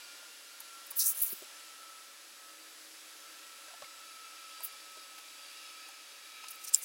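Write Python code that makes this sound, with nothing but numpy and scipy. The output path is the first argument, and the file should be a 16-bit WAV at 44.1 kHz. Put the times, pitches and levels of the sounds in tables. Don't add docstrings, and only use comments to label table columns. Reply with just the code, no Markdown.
import sys
import numpy as np
from scipy import signal
from scipy.fft import rfft, irfft, next_fast_len
from scipy.io import wavfile
from scipy.ndimage import uniform_filter1d

SR = 44100
rng = np.random.default_rng(int(sys.argv[2]) if len(sys.argv) > 2 else 0)


def how_loud(loudness_db):
    steps = np.asarray(loudness_db, float) / 20
    return 10 ** steps


def int16_out(signal):
    q = np.round(np.clip(np.atleast_2d(signal).T, -1, 1) * 32767)
    wavfile.write(sys.argv[1], SR, q.astype(np.int16))


N = 301688
TIME = np.arange(N) / SR


def noise():
    return rng.standard_normal(N)


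def unit(x):
    return x / np.sqrt(np.mean(x ** 2))


def curve(table):
    s, *columns = np.transpose(table)
    return [np.interp(TIME, s, c) for c in columns]


def colour(x, points):
    hz, db = np.transpose(points)
    size = next_fast_len(N)
    log_hz = np.log(np.arange(size // 2 + 1) * SR / size + 1)
    weight = how_loud(np.interp(log_hz, np.log(hz), db))
    return unit(irfft(rfft(x, size) * weight, size)[:N])


def band(x, lo_hz, hi_hz, order=3):
    edges = [lo_hz, min(hi_hz, 0.45 * SR)]
    return unit(signal.sosfilt(signal.butter(order, edges, "band", fs=SR, output="sos"), x))


def resonance(hz, width_hz):
    return band(noise(), hz - width_hz / 2, hz + width_hz / 2, order=1)


def walk(rate):
    k = int(SR / rate)
    levels = np.repeat(rng.standard_normal(N // k + 1), k)
    return unit(uniform_filter1d(uniform_filter1d(levels, k), k)[:N])


def tone(hz, flicker_db, rate):
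    phase = 2 * np.pi * np.cumsum(hz) / SR
    strength = np.sqrt(2) * how_loud(flicker_db * walk(rate))
    return strength * np.sin(phase + 0.3 * walk(rate))


def add(out, s, hz, db, t60, rise_s):
    start = int(s * SR)
    t = TIME[:min(int(1.2 * t60 * SR), N - start)]
    fade = how_loud(db - 60 * t / t60) * (1 - np.exp(-t / rise_s))
    out[start:start + len(t)] += fade * np.sin(2 * np.pi * hz * t)


# frequency in Hz, level in dB per Hz.
AIR_COLOUR = [(24, -94), (40, -52), (185, -27.5), (276, -14.5), (312, -8), (363, -16), (556, -9.5),
              (600, -12.5), (1070, -11.5), (1270, -7), (2000, -8.5), (5050, -7.5), (9450, -13),
              (10400, -12.5), (16000, -19.5)]


def air():
    return how_loud(-54.04 + 0.73 * walk(2.16)) * colour(noise(), AIR_COLOUR)


# time in seconds, frequency in Hz, level in dB.
FAN_LINE = [
    (0, 10140, -63.5),
    (1.5, 10126, -63),
    (2.5, 10150, -63.5),
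    (3.6, 10120, -63.5),
    (4.5, 10140, -62.5),
    (5.5, 10160, -64.5),
    (6.84, 10160, -67.5),
]
# multiple of the blade rate, level in dB above the line table.
FAN_ORDERS = [(1, -12.5), (12, -15), (14, -7.5), (16, -8.5), (17, -25), (18, -6), (19, -7.5), (21, -14)]
# frequency in Hz, width in Hz, level in dB.
HUMS = [
    (1590, 9.3, -100),
    (1628, 9.8, -73),
    (1735, 3.6, -73),
    (1910, 7.4, -74),
]


def fan():
    hz, db = curve(FAN_LINE)
    out = np.zeros(N)
    for order, order_db in FAN_ORDERS:
        out += how_loud(db + order_db) * tone(hz * order / 18, 2.2, 15)
    swell_s, swell_width_s, swell_db = 2.82, 0.45, 10
    drone_db = -82 + swell_db * np.exp(-((TIME - swell_s) / swell_width_s) ** 2)
    out += how_loud(drone_db) * tone(np.full(N, 319.0), 1.45, 11)
    for hum_hz, width_hz, hum_db in HUMS:
        out += how_loud(hum_db) * resonance(hum_hz, width_hz)
    return out


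# time in seconds, whine in Hz, whine level in dB, shaft wobble sideband in dB.
MOTOR_WHINE = [(0.0, 1412, -62, -72), (0.6, 1367, -70.5, -67), (0.77, 1357, -52.5, -82),
               (0.89, 1346, -67.5, -85), (1.05, 1340, -60, -78), (1.27, 1325, -73, -70),
               (1.93, 1306, -56, -64.5), (2.24, 1295, -81, -71), (2.46, 1296, -60.5, -74),
               (2.98, 1292, -81, -73), (3.25, 1297, -73, -63), (4.38, 1302, -59, -63),
               (4.9, 1296, -58, -71), (5.46, 1293, -64, -73), (5.79, 1286, -61, -63), (6.1, 1278, -73, -71),
               (6.49, 1280, -59.5, -61), (6.84, 1296, -71, -74)]
# multiple, level in dB above the third.
OVERTONES = [(4, -5), (5, -6.5)]
# frequency in Hz, width in Hz, level in dB.
HOUSING = [
    (2354, 64, -1.5),
    (2776, 55, -3),
    (3417, 110, -2.5),
    (4710, 44, 1),
    (5205, 100, -0.5),
    (3897, 100, -4),
    (4456, 52, -7.5),
]
# frequency in Hz, level in dB per Hz.
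RUSH_COLOUR = [(250, -30), (400, -7), (1100, -0.5), (2000, -1.5), (2900, 4), (5200, -1), (7000, -0.5),
               (10000, -5), (16000, -15.5)]
# time in seconds, level in dB.
RUSH_LEVEL = [(0.0, -50.5), (0.38, -53.5), (0.99, -51.5), (1.14, -50.5), (1.56, -51), (2.1, -54.5),
              (2.78, -55.5), (4.55, -51), (4.78, -51.5), (5.09, -53), (5.64, -50.5), (6.17, -53),
              (6.84, -52)]
# time in seconds, strain in dB.
STRAIN = [
    (0, -1),
    (1.5, -4),
    (3.5, -2.5),
    (3.8, -1.5),
    (4.55, 1.5),
    (5.2, -.6),
    (5.65, 4.5),
    (6.05, 1.5),
    (6.42, 3.5),
    (6.84, -0.5),
]


def motor():
    hz, db, side_db = curve(MOTOR_WHINE)
    (rush_db,), (strain_db,) = curve(RUSH_LEVEL), curve(STRAIN)
    shaft_hz = 32.95
    out = how_loud(db) * tone(hz, 2.3, 25)
    out += how_loud(side_db) * tone(hz + shaft_hz + 4.5 * walk(7), 1.9, 30)
    out += how_loud(side_db - 9.5) * tone(hz + 2 * shaft_hz, 2.8, 13)

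    lift_db = 1.3 * strain_db + 0.25 * (side_db - side_db.mean())
    out += how_loud(-70.5 + lift_db) * tone(2 * hz + 9 * walk(14), 3.3, 35)
    out += how_loud(-71.5 + lift_db) * tone(3 * hz, 2.8, 45)
    for multiple, over_db in OVERTONES:
        out += how_loud(-71.5 + lift_db + over_db) * tone(multiple * hz, 2.8, 45)

    dulling_db = 2.5 * np.maximum(TIME - 4.6, 0)
    housing = np.zeros(N)
    for mode_hz, width_hz, mode_db in HOUSING:
        level_db = mode_db + 1.5 * walk(7.8) - dulling_db * np.log2(mode_hz / 3400)
        housing += how_loud(level_db) * resonance(mode_hz, width_hz)
    out += how_loud(rush_db - 14 + strain_db) * housing

    extra = np.sqrt(how_loud(2 * rush_db) - how_loud(2 * rush_db.min()))
    return out + extra * how_loud(-3.5) * colour(noise(), RUSH_COLOUR)


def slips(steady):
    step, offset = 1024, 610
    side = np.zeros(N)
    f = np.arange(step + 1) * SR / (2 * step)
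    for when, where in rng.random(size=(22, 2)):
        start = offset + step * int(when * (N // step - 3))
        span = slice(start, start + 2 * step)
        lo_hz = 4200 * 2 ** (1.6 * where)
        spin = np.exp(2j * np.pi * rng.random(step + 1)) * (f > lo_hz) * (f < 1.2 * lo_hz)
        side[span] += np.sqrt(np.hanning(2 * step)) * irfft(rfft(steady[span]) * spin)
    return how_loud(-4.5) * side * np.array([[1], [-1]])


# start in seconds, peak in dB, first mode in Hz, second mode in Hz,
# second mode in dB above the first.
TAPS = [(.225, -51, 600, 880, -6), (.604, -50, 894, 1090, -5), (.915, -46, 910, 1125, -1),
        (.962, -71, 151, 70, -13), (1.325, -38.5, 384, 191, -8), (1.421, -42, 368, 606, -3),
        (1.52, -58, 505, 299.7, -7), (3.15, -64, 417, 300, -10), (3.68, -49.5, 603.4, 1570, 3),
        (3.705, -50, 734, 2020, -8), (3.735, -43, 700, 890, -8), (3.82, -35, 583, 1103, -3.5),
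        (3.825, -65, 100, 183, -0.5), (3.84, -52, 2294, 2170, 8), (4.603, -42.5, 975, 666, -6),
        (4.719, -78, 90, 150, 0), (4.969, -47, 620, 395, -5.5), (5.18, -53, 803, 3156, 1),
        (5.887, -46.5, 796.3, 1100, -16), (6.438, -45.5, 1000, 2566, 2), (6.812, -58, 2220, 2073, 8)]


def taps():
    out, rattle = np.zeros(N), np.zeros(N)
    for s, db, hz, other_hz, other_db in TAPS:
        t60 = 0.05 * np.exp(-0.022 * (db + 50))
        add(out, s, hz, db, t60, 0.0025)
        add(out, s + 0.00109, other_hz, db + other_db, 1.16 * t60, 0.0025)
        add(out, s + 0.00385, np.sqrt(hz * other_hz), db - 7, 0.92 * t60, 0.0025)
        rattle_db = db + 14.5 + 9 * np.log2(max(hz, other_hz) / 1700)
        add(rattle, s, 12, rattle_db, 0.52 * t60, 0.0005)
    return out + rattle * band(noise(), 790, 5500, order=2)


# start in seconds, peak in dB, frequency in Hz.
POPS = [(.604, -27.5, 11500), (0.972, -27, 13500), (.991, -20, 13500), (1.07, -33, 9210),
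        (1.191, -29, 7200), (1.208, -23, 11500), (1.218, -27, 13800), (1.2214, -29, 12060),
        (1.232, -20, 11300), (1.2342, -29, 14500), (1.291, -26, 10000), (1.304, -38, 4400),
        (1.327, -38, 5200), (1.4234, -39, 8800), (4.606, -33.5, 8700), (4.724, -39, 10000),
        (4.92, -40, 13000), (5.888, -35, 10200), (6.4383, -42, 5200), (6.484, -35, 7600),
        (6.484, -38, 4800), (6.519, -39, 6440), (6.5573, -35, 14600), (6.7358, -26, 9000),
        (6.737, -24, 8000), (6.7402, -16, 7400), (6.7582, -21, 7550)]
# frequency in Hz, level in dB, 60 dB decay in seconds.
SNAP_MODES = [
    (7510, -0.5, 0.01),
    (7730, -3, 0.0066),
    (5130, -20.5, 0.026),
    (3430, -38, 0.0096),
    (9800, -8, 0.0052),
    (13000, -12, .004),
]


def pops():
    out, crackle = np.zeros(N), np.zeros(N)
    for s, db, hz in POPS:
        add(out, s, hz, db + 2, 35 / hz, 0.00015)
        add(out, s + 0.0003, hz * 0.75, db - 8, 25 / hz, 0.00015)
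        add(crackle, s, 60, db + 3.5, 0.006, 0.0002)
    snap_s = 6.7453
    for hz, db, t60 in SNAP_MODES:
        add(out, snap_s, hz, db, t60, 0.0009)
    add(out, snap_s + 0.00097, 9000, -9, 0.003, 0.0001)
    add(crackle, snap_s - 0.0015, 25, -14, 0.025, 0.0003)
    add(out, snap_s - 0.004, 45, -64, 0.09, 0.004)
    add(out, snap_s - 0.002, 90, -62, 0.08, 0.004)
    return out + crackle * band(noise(), 4400, 20000, order=2)


# peak in seconds, rise in ms, fall in ms,
# level in dB, patch in contact in octaves.
TURNING = [(.606, 6, 12, -50, .4), (.866, 3, 12, -48, .3), (.909, 5, 16, -40.5, 0.38),
           (.97, 14, 46, -32.5, .1), (.993, 24, 40, -27.5, .2), (1.003, 20, 62, -30.5, 1.55),
           (1.036, 36, 26, -31.5, .6), (1.066, 24, 48, -27, .78), (1.095, 26, 38, -28.5, .6),
           (1.15, 12, 22, -45, 0.5), (1.18, 31, 96, -38, 0.48), (1.22, 6.9, 38, -25.5, 0.17),
           (1.246, 11, 23, -33.5, .1), (1.275, 31, 31, -37.5, 0.62), (1.3, 15, 31, -35.5, 0.11),
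           (1.326, 21, 18, -33.5, 0.1), (1.36, 28, 72, -50, .15)]
# peak in seconds, rise in ms, fall in ms, level in dB,
# patch in contact in octaves.
NUDGES = [(4.644, 19, 36, -38, .22), (4.672, 15, 13, -50, 0.18), (5.182, 4, 36, -60, .6),
          (6.485, 3, 18, -45, 1.7), (6.51, 11.6, 17.5, -46, 0.49), (6.55, 39, 25, -57, .55),
          (6.625, 42, 10.8, -55, 1.1), (6.649, 16, 11, -41, 1.15), (6.685, 21, 20.3, -40, 1.46),
          (6.742, 13.5, 6, -33, 1.2), (6.76, 11, 21, -39, .95), (6.778, 16, 36, -44, .3),
          (6.838, 30, 12.5, -40.5, .9)]
SHEET_HZ = [4000, 6000, 9600, 11700, 16200]
RANGE_OCTAVES = np.array([[1.5], [.85], [.4], [0]])
RANGE_DB = np.array([[-5], [-2.5], [-4], [0.3]])


def paper():
    bursts_db = 1.2 * np.minimum(rng.exponential(size=N), 5)
    grains = noise() * how_loud(bursts_db + 0.81 * walk(500) + 0.5 * walk(130))
    tilted = np.diff(grains, prepend=0)
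    steep = np.diff(grains, 2, prepend=[0, 0])
    ranges = []
    for source, lo_hz, hi_hz in zip((steep, tilted, grains, tilted), SHEET_HZ, SHEET_HZ[1:]):
        ranges.append(unit(how_loud(2.1 * walk(240)) * band(source, lo_hz - 250, hi_hz, order=5)))

    power = np.zeros((len(ranges), N))
    for s, rise_ms, fall_ms, db, patch in TURNING + NUDGES:
        span = slice(int((s - 0.15) * SR), int((s + 0.15) * SR))
        ms = 1000 * (TIME[span] - s)
        drag_db = db - 18 * np.maximum(-ms / rise_ms, ms / fall_ms) ** 1.65
        under = RANGE_OCTAVES - patch
        loss_db = np.maximum(25 * under, -4 * under)
        power[:, span] += how_loud(2 * (drag_db + RANGE_DB - loss_db))
    return np.sum(np.sqrt(power) * ranges, axis=0)


def scene():
    steady = air() + motor() + fan()
    return steady + paper() + pops() + taps() + slips(steady)


def roll_off(x):
    return signal.sosfilt(signal.butter(12, 16910, fs=SR, output="sos"), x)


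def record(dry):
    top_cut = signal.ellip(8, 0.2, 70, 15900, fs=SR, output="sos")
    mix = signal.sosfilt(top_cut, dry)
    return roll_off(mix)


dry = scene()
out = record(dry)
int16_out(out)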